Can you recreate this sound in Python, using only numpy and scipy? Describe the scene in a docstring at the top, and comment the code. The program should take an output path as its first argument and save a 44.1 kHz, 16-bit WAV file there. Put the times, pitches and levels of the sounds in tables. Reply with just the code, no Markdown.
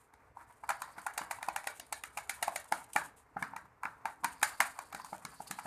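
"""Uneven plastic knocks and wiry clatter with wet squelches between: a whisk mashing thick cream in a tub.
Each blow thuds into the cream, knocks the tub's bottom, clacks its walls and sets the steel wires
chattering and ringing. Between blows the cream tears and pops, the wires drag over the plastic and
the holding hand nudges the tub. A small tiled kitchen rings on briefly over a faint hush and hum."""
import sys
import numpy as np
from scipy import signal
from scipy.io import wavfile

SR = 44100
rng = np.random.default_rng(int(sys.argv[2]) if len(sys.argv) > 2 else 0)


def digitize_waveform(pressure):
    """Quantize a signal to 16-bit integers and store it at the path in sys.argv[1].

    Rows of a 2-D input are taken as channels; values are limited to [-1, 1].
    """
    field = np.atleast_2d(pressure).T
    bounded = np.clip(field, -1, 1)
    quanta = np.round(bounded * 32767).astype(np.int16)
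    wavfile.write(sys.argv[1], SR, quanta)


N = 249606

# Contacts of whisk and tub. Each row: time in seconds, then thud, bottom, wall and wire levels in dB
# (rms over 10 ms), bottom pitch in Hz, spread of the wires' landing in seconds.
BLOWS = [(.137, -71.5, -59, -64, -69.5, 852, 0.00243), (0.3699, -73.5, -45.5, -65, -77.5, 928, 0.0033),
         (0.6345, -77.5, -43.5, -51, -76, 889, 0.00612), (0.6899, -68.5, -34.5, -34, -42, 930, 0.00416),
         (.7005, -73.5, -33.5, -34.5, -47.5, 903, 0.0033), (.7055, -60, -39, -37.5, -46, 798.5, 0.001996),
         (0.8187, -67.5, -39.5, -43, -45, 983, 0.0023), (0.9804, -57, -46.5, -46, -60.5, 862, 0.00455),
         (1.064, -94.5, -35.5, -36.5, -44, 861.5, 0.00386), (1.176, -66.5, -41, -37.5, -38, 728, 0.00475),
         (1.1885, -84.5, -40.5, -50.5, -65.5, 830, 0.00497), (1.2137, -52.5, -42.5, -45, -57.5, 963, .005),
         (1.309, -79.5, -37, -38.5, -41.5, 851.5, 0.00501), (1.3851, -80.5, -48, -60, -70, 940, 0.0044),
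         (1.4276, -64, -41.5, -42.5, -48, 864, 0.00218), (1.485, -52.5, -30.5, -41.5, -48, 880.6, 0.00237),
         (1.561, -72.5, -35.5, -36.5, -40, 823.4, 0.00258), (1.6408, -74, -49, -52.5, -58, 817, 0.0027),
         (1.6705, -60.5, -39.5, -36.5, -40.5, 751, 0.0033),
         (1.7968, -63.5, -53, -51.5, -46.5, 696, 0.00284), (1.9245, -65, -38.5, -41, -38, 852, 0.004),
         (2.0363, -67, -54.5, -42, -46.5, 792, 0.0018), (2.1716, -67.5, -40.5, -39, -43, 839, 0.00502),
         (2.1839, -76, -42.5, -51.5, -52, 830.5, 0.00331), (2.294, -62.5, -46.5, -36, -37.5, 788, 0.00377),
         (2.4256, -57, -35, -35, -35.5, 782.6, 0.00414), (2.4799, -55, -29, -45, -50, 904.4, 0.00161),
         (2.5582, -70, -41, -38, -38.5, 707, 0.00342), (2.7222, -46.5, -26.5, -32.5, -40, 842, 0.00193),
         (2.9605, -43.5, -27, -27, -39, 846, 0.00221), (3.3662, -47, -36.5, -41.5, -79.5, 827.3, 0.00343),
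         (3.4247, -45.5, -38, -33.5, -50.5, 930, 0.00197), (3.534, -71, -43, -55, -94, 886, 0.00365),
         (3.5623, -63, -42, -43.5, -55, 876, 0.00311), (3.833, -95.5, -38, -40, -56, 1029, 0.00167),
         (3.8537, -53.5, -40.5, -36, -59.5, 895, 0.00065), (4.054, -57.5, -32.5, -37.5, -51, 868, 0.0034),
         (4.2339, -57, -40, -45, -59.5, 940, 0.00769), (4.2438, -78, -32.5, -35, -36, 1008, 0.00189),
         (4.2481, -48, -34, -40.5, -45.5, 882.6, 0.00117), (4.414, -66, -60.5, -48, -56.5, 1010, 0.0023),
         (4.4279, -52.5, -29, -25.5, -29, 876, 0.0037), (4.6028, -51, -28, -24, -33.5, 949, 0.00219),
         (4.6085, -66, -32, -38.5, -35, 804, 0.00145), (4.789, -75, -40, -47, -50, 925.6, 0.00215),
         (4.9253, -74, -49.5, -47, -54, 754, 0.00346), (4.9466, -52, -44, -44, -49.5, 833, 0.00314),
         (4.998, -78, -44.5, -53.5, -64.5, 1001, 0.00224), (5.0457, -64, -47, -59.5, -54.5, 960, 0.00267),
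         (5.1286, -50.5, -39, -48.5, -67, 811.6, 0.00273), (5.1475, -77, -45, -58.5, -75, 847, 0.0014),
         (5.2505, -51.5, -49, -43.5, -47.5, 836, 0.00162), (5.4036, -54.5, -40.5, -58, -69, 831, 0.00157),
         (5.5099, -48.5, -47, -43, -46, 852, 0.00283), (5.586, -79.5, -40.5, -44.5, -55, 875, 0.00586),
         (5.6556, -50, -44, -50, -75, 746, 0.00341)]
# The part of the tub being worked. Each row: time in seconds, favoured wall and sway pitches in Hz.
PLACE = [(1.06, 1390, 260), (1.18, 2035, 279.5), (2.56, 2294, 329.5), (2.72, 1340, 320), (2.96, 1655, 318),
         (3.4, 1500, 162), (3.85, 1346, 241), (4.65, 1462, 299), (5.1, 1417, 168), (5.66, 1410, 150)]
# Low modes of the loaded tub. Each row: frequency in Hz, relative level in dB, t60 in seconds.
SWAY_MODES = [(100, -7, 0.0382), (177.9, 4.5, 0.04125), (286.2, 3, 0.0442), (449.4, 1.5, 0.0348)]
# Steady stirring between blows. 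Each row: time in seconds, squelch level in dB, rubbing level in dB.
STIR = [(0, -68.5, -72), (.1, -94, -71), (.34, -93, -80.5), (.38, -78, -58.5), (.6, -75.5, -71),
        (.72, -65.5, -59), (1.55, -68.5, -55.5), (1.8, -63.5, -66.5), (2.12, -67.5, -64),
        (2.6, -61.5, -64.5), (2.88, -73, -65), (3.3, -92.5, -72), (3.6, -85, -63), (3.8, -104, -70.5),
        (4.2, -78.5, -65), (4.4, -68, -59.5), (4.95, -65.5, -62), (5.66, -61.5, -62)]
# The wet sizzle of cream. Each row: frequency in Hz, relative level in dB.
SQUELCH_COLOUR = [(1500, -18), (2600, -7.5), (3400, -11.5), (4600, -13), (5600, -13.5), (7000, -5.5),
                  (9000, 0), (11500, -7.5), (14300, -13)]


def tub(size=1500, push_db=-17, push_lead_s=0.006416):
    """Each blow sways the tub with a soft thud and knocks its bottom."""
    # Each row: multiple of the bottom's pitch, relative level in dB, t60 in seconds.
    bottom_modes = [(.78, -11.5, 0.01514), (1, 2, 0.01927), (1.2, -14, 0.0193)]
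    t, sway_t, out = np.arange(size) / SR, np.arange(2 * size) / SR, np.zeros(N)
    place_s, _, sway_hz = np.transpose(PLACE)
    for s, thud_db, bottom_db, _, _, bottom_hz, spread in BLOWS:
        sway = swaying(np.interp(s, place_s, sway_hz))
        thud = ring(sway, sway_t, rng.uniform(0.9213, 1.075), rise=0.00604)
        add(out, s - .005, sized(thud, thud_db))
        bottom = ring(bottom_modes, t, bottom_hz, rise=0.00159)
        # the cream passes the push on just before the wires arrive
        push = signal.fftconvolve(chatter(t, 0.0013, per_s=4200), bottom)[:size]
        add(out, s - push_lead_s, sized(push, bottom_db + push_db))
        # one firm hit, roughened by the other wires
        spread = np.clip(spread, .0008, .02)
        force = 0.618 * chatter(t, spread, per_s=4300)
        force[round(.25 * spread * SR)] += 1
        knock = signal.fftconvolve(force, bottom)[:size]
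        add(out, s - .0007, sized(knock, bottom_db))
    return out


def swaying(favoured_hz, db_per_octave=6.5):
    """The tub's sway modes, weaker the further they lie from the favoured pitch."""
    return [(hz, db - db_per_octave * abs(np.log2(hz / favoured_hz)), t60) for hz, db, t60 in SWAY_MODES]


def walls(size=1100, focus_db_per_octave=7, cushion=0.286):
    """Plastic clacks: each blow's place favours wall modes near one pitch; clinging cream detunes them."""
    # Each row: frequency in Hz, relative level in dB, t60 in seconds.
    wall_modes = [(1159.3, -3, 0.0324), (1361.6, 3.5, 0.0188), (1592, 2, 0.01933), (1816, -0.5, 0.0236),
                  (2026, 1, 0.01855), (2302.8, 3, 0.02013), (2740, -3, 0.0216)]
    t, out = np.arange(size) / SR, np.zeros(N)
    place_s, wall_hz, _ = np.transpose(PLACE)
    for s, _, _, wall_db, wire_db, _, spread in BLOWS:
        favoured_hz = np.interp(s, place_s, wall_hz)
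        tilt_db_per_octave = cushion * (wire_db - wall_db)  # darker as cream muffles the wires
        struck = []
        for hz, db, t60 in wall_modes:
            octaves = np.log2(hz / favoured_hz)
            mode_db = db - focus_db_per_octave * abs(octaves) + tilt_db_per_octave * octaves
            struck.append((hz * rng.uniform(0.9405, 1.0617), mode_db, t60))
        force = chatter(t, 0.822 * max(spread, .0008), per_s=5600)
        clack = signal.fftconvolve(force, ring(struck, t, rise=0.00032))[:size]
        add(out, s - .0004, sized(clack, wall_db))
    return out


def wires(size=1500, scrape_offset_db=-2.364, thud_share=0.1706):
    """Steel on plastic: every contact is a burst of scraping and bright ticks."""
    # Each row of both: frequency in Hz, relative level in dB.
    scrape_colour = [(2000, -45.5), (2900, 2.5), (3300, 0.5), (3800, 4.5), (4600, 3.5), (5500, 0),
                     (6400, 0.5), (7500, -32)]
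    tick_colour = [(5000, -45.5), (6600, -2.5), (7800, -3), (9000, 0.5), (10500, -3.5), (12500, -7),
                   (14300, -11)]
    t, scrape, tick = np.arange(size) / SR, np.zeros(N), np.zeros(N)
    for s, thud_db, _, _, tick_db, _, spread in BLOWS:
        # the scrape follows the tick and, in part, the push into the cream
        scrape_db = tick_db + scrape_offset_db + thud_share * (thud_db - tick_db)
        force = chatter(t, 1.255 * max(spread, .0008), per_s=5000)
        add(scrape, s - .0002, sized(force, scrape_db))
        add(tick, s - .0002, sized(force, tick_db))
    return coloured(scrape, scrape_colour) + coloured(tick, tick_colour)


def clatter():
    """The bright edge of the blows: clacking walls and ticking wires."""
    return walls() + wires()


def wire_loops(offset_db=-14, scatter_db=6.5, detune=0.01424, size=9000):
    """Each blow leaves the whisk's loops ringing, a different few standing out each time."""
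    # Each row: frequency in Hz, relative level in dB, t60 in seconds.
    loop_modes = [(3790, -8, 0.283), (4600, -8, 0.29), (4770, -7, .25), (5320, -11, 0.24), (6870, -7, 0.26),
                  (7150, -3.5, 0.32), (8870, 1.5, 0.32), (9240, 0, .14), (9600, -2.5, .2),
                  (10350, 1.5, 0.18)]
    t, out = np.arange(size) / SR, np.zeros(N)
    for s, _, _, _, wire_db, _, _ in BLOWS:
        struck = [(hz * (1 + detune * rng.standard_normal()), db + scatter_db * rng.standard_normal(), t60)
                  for hz, db, t60 in loop_modes]
        add(out, s, sized(ring(struck, t), wire_db + offset_db))
    return out


def cream(tear_db=-11, wall_share=0.0845 + 0.0005, size=6000):
    """Stirred cream squelches, tears off the wires after each blow and lets air pockets snap or swish; two
    faint wire ticks sound among them."""
    # Air pockets that snap or swish, and two faint wire ticks of light blows (1.015 s and 1.136 s). 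Each row:
    # start in seconds, level in dB (rms over 10 ms), spread in seconds.
    pops = [(0.524, -69.5, 0.0033), (1.015, -58, 0.0045), (1.048, -69.5, 0.0025),
            (1.136, -56, 0.0048), (1.302, -63, .0027), (1.463, -58, 0.0031), (1.865, -62.5, 0.0042),
            (2.596, -52, 0.01), (2.79, -57, 0.027), (2.841, -57, 0.0043), (2.9317, -45.5, 0.00484),
            (2.942, -48, 0.027), (3.031, -50.5, 0.0306), (3.059, -56, 0.0029), (3.161, -59, 0.034),
            (3.387, -55.5, .035), (5.419, -56.5, 0.0035), (5.474, -52, 0.0066),
            (5.511, -40.5, 0.0022), (5.594, -53, 0.0051)]
    stir_s, squelch_db, _ = np.transpose(STIR)
    blow_s, _, _, wall_db, wire_db, _, _ = np.transpose(BLOWS)
    t = np.arange(N) / SR
    stirring = gain_of(np.interp(t, stir_s, squelch_db))
    tearing = aftermath(blow_s, wire_db + tear_db + wall_share * (wall_db - wire_db), fade_db_per_s=180.5)
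    squelch = crackle(per_s=2500, smear=0.397) * np.hypot(stirring, tearing)
    for s, db, spread in pops:
        add(squelch, s, sized(chatter(t[:size], spread, per_s=5800), db))
    return coloured(squelch, SQUELCH_COLOUR)


def rubbing(slide_db=-14):
    """The whisk rubs the tub with a dull grain as it stirs, and slides on after each blow."""
    # Each row: frequency in Hz, relative level in dB.
    rub_colour = [(300, -59.5), (550, -14), (750, -4.5), (900, 2), (1100, -1), (1500, -7), (2200, -13.5),
                  (3000, -31.5)]
    stir_s, _, rub_db = np.transpose(STIR)
    blow_s, _, bottom_db, wall_db, _, _, _ = np.transpose(BLOWS)
    stirring = gain_of(np.interp(np.arange(N) / SR, stir_s, rub_db))
    sliding = aftermath(blow_s, (bottom_db + wall_db) / 2 + slide_db, fade_db_per_s=200)
    return coloured(crackle(per_s=660, smear=0.156) * np.hypot(stirring, sliding), rub_colour)


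def dragging():
    """Wires drag over the plastic in thin, scratchy strokes, each swelling and fading in one arch."""
    # Each row: start in seconds, length in seconds, level at the crest in dB.
    strokes = [(0.595, 0.54, -71.5), (4.305, 0.52, -64), (4.78, 0.442, -69.5), (5.272, 0.184, -67.5),
               (5.462, 0.031, -56), (5.525, 0.186, -70)]
    # Each row: frequency in Hz, relative level in dB.
    drag_colour = [(2800, -23.5), (3700, -13.5), (4200, -6.5), (4550, 2.5), (5000, -4.5), (5500, -12),
                   (7000, -18)]
    level = np.zeros(N)
    for s, length, db in strokes:
        add(level, s, gain_of(db) * np.sin(np.linspace(0, np.pi, round(length * SR))))
    return coloured(crackle(per_s=240, smear=0.121) * level, drag_colour)


def bubbles(per_s=16, offset_db=-1, range_db=6, size=800):
    """Small bubbles burst at random, near the level of the stirred cream."""
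    stir_s, squelch_db, _ = np.transpose(STIR)
    t, out = np.arange(size) / SR, np.zeros(N)
    for when, strength in rng.random((round(per_s * N / SR), 2)):
        s = when * N / SR
        db = np.interp(s, stir_s, squelch_db) + offset_db + range_db * (2 * strength - 1)
        add(out, s, sized(chatter(t, spread=.002, per_s=3800), db))
    return coloured(out, SQUELCH_COLOUR)


def handling(per_s=14, level_db=-70, range_db=5, t60=0.0413, size=3000):
    """The holding hand nudges the tub at random, each bump near one of its sway modes."""
    t, out = np.arange(size) / SR, np.zeros(N)
    for when, strength, which, grip in rng.random((round(per_s * N / SR), 4)):
        hz = SWAY_MODES[int(which * len(SWAY_MODES))][0] * (0.9273 + 0.192 * grip)
        bump = ring([(hz, 0, t60)], t, rise=0.009)
        add(out, when * N / SR, sized(bump, level_db + range_db * (2 * strength - 1)))
    return out


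def kitchen(body, directions=3, crossfades_per_s=10):
    """The reflections change as the tub moves; walls and wires send a different clatter each way."""
    position = crossfades_per_s * np.arange(N) / SR
    out = np.zeros(N)
    for k in range(directions):
        share = np.sin(np.pi / 2 * np.minimum((position - k) % directions, 2))
        send = body * share + clatter() / np.sqrt(directions)
        out += signal.oaconvolve(send, reflections())[:N]
    return out


def reflections(per_s=6000, first_s=0.00411, build_s=0.00433, size=20000):
    """Dense echoes from tiles and walls, each band dying at its own speed."""
    # Each row: frequency in Hz, t60 in seconds.
    room_decay = [(150, 0.51), (500, 0.3456), (900, 0.2564), (1700, 0.276), (4000, 0.2536), (9000, 0.0079),
                  (14000, 0.02)]
    # Each row: frequency in Hz, level of the room's ring in dB.
    room_colour = [(150, -1.5), (500, -1.5), (900, -11), (1600, -2), (2400, -9), (4000, -4.5), (6000, -4),
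                   (9000, -6.5), (14000, -12)]
    echoes = rng.choice([-1, 1], size) * (rng.random(size) < per_s / SR)
    hz, t, bands = signal.stft(evened(echoes) / np.sqrt(SR), SR, nperseg=256)
    t60 = curve_at(room_decay, hz)[:, None]
    bands *= gain_of(curve_at(room_colour, hz)[:, None] - 60 * t / t60)
    bands *= np.sqrt(np.log(10 ** 6) / t60)  # a longer decay adds no energy
    tail = signal.istft(bands, SR, nperseg=256)[1][:size]
    return tail * np.clip((np.arange(size) / SR - first_s) / build_s, 0, 1)


def hush(noise_db=-67.5, hum_hz=64, hum_db=-80, waver_db=3, waver_points=80):
    """Faint, wavering room noise with a low hum."""
    # Each row: frequency in Hz, relative level in dB.
    hush_colour = [(25, -22), (55, -0.5), (85, -1.5), (120, -2), (190, -13), (290, -8), (360, -13.5),
                   (440, -5), (560, -11), (850, -7), (1400, -11.5), (2400, -19), (3200, -34), (8000, -35),
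                   (15000, -41)]
    t = np.arange(N) / SR
    gains = gain_of(waver_db * rng.uniform(-0.97, 1, waver_points))
    waver = np.interp(t, np.linspace(0, t[-1], waver_points), gains)
    noise = coloured(rng.standard_normal(N), hush_colour, size=4096) * waver
    return gain_of(noise_db) * noise + gain_of(hum_db) * evened(np.sin(2 * np.pi * hum_hz * t))


def ring(modes, t, pitch=1, rise=.0005):
    """Damped modes of alternating polarity that take a moment to build up."""
    partials = ((-1) ** k * gain_of(db - 60 * t / t60) * np.sin(2 * np.pi * hz * pitch * t)
                for k, (hz, db, t60) in enumerate(modes))
    return (1 - np.exp(-t / rise)) * sum(partials)


def chatter(t, spread, per_s):
    """A short shower of clicks, as of wires landing in turn; it peaks at half the spread and fades."""
    age = 2 * t / spread
    clicks = (rng.random(len(t)) < per_s / SR) * rng.choice([-1, 1], len(t))
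    force = (clicks + 0.1676 * rng.standard_normal(len(t))) * age * np.exp(-age)
    return force / np.linalg.norm(force)


def crackle(per_s, smear, clump_points=380):
    """Tiny pops of unequal size over a smooth smear, in clumps as the cream sticks and lets go."""
    gains = gain_of(4.5 * rng.uniform(-3.1, 1.4, clump_points))
    clumps = np.interp(np.arange(N), np.linspace(0, N, clump_points), gains)
    return evened(clumps * rng.standard_normal(N) * (smear + (rng.random(N) < per_s / SR)))


def aftermath(starts, levels_db, fade_db_per_s, rise_s=0.0069, size=22000):
    """Level curve of what follows each blow: a quick rise and a steady fade."""
    t, power = np.arange(size) / SR, np.zeros(N)
    for s, db in zip(starts, levels_db):
        add(power, s, (np.minimum(t / rise_s, 1) * gain_of(db - fade_db_per_s * t)) ** 2)
    return np.sqrt(power)


def coloured(x, colour, size=1024):
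    """Minimum-phase filter that shapes the tone and keeps the level of white noise."""
    log_gain = curve_at(colour, abs(np.fft.fftfreq(size, 1 / SR))) * np.log(10) / 20
    taps = np.fft.ifft(np.exp(np.conj(signal.hilbert(log_gain)))).real
    return signal.oaconvolve(x, taps / np.linalg.norm(taps))[:len(x)]


def curve_at(points, hz):
    """Reads a curve on a log-frequency axis."""
    point_hz, value = np.transpose(points)
    return np.interp(np.log(hz + 1), np.log(point_hz + 1), value)


def gain_of(db):
    """Decibels to a factor."""
    return 10 ** (np.asarray(db) / 20)


def evened(x):
    """Scales to rms 1."""
    return x / np.sqrt(np.mean(x ** 2) + 1e-20)


def sized(x, db):
    """Gives a short sound the energy of 10 ms at this level."""
    return gain_of(db) * x / np.sqrt(np.sum(x ** 2) / (SR / 100) + 1e-20)


def add(mix, s, sound):
    """Mixes a sound in at s seconds."""
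    part = mix[max(round(s * SR), 0):][:len(sound)]
    part += sound[:len(part)]


def scene():
    """Whisk, tub and cream in the kitchen, in mono."""
    body = tub() + cream() + rubbing() + dragging() + bubbles() + handling()
    return (body + clatter() + wire_loops() + kitchen(body) + hush())[None]


def record(dry):
    """A steep low-pass trims the highest treble."""
    lowpass = signal.firwin(401, cutoff=14450, window=("kaiser", 8), fs=SR)
    return signal.oaconvolve(dry, lowpass[None], "same")


dry = scene()
out = record(dry)
digitize_waveform(out)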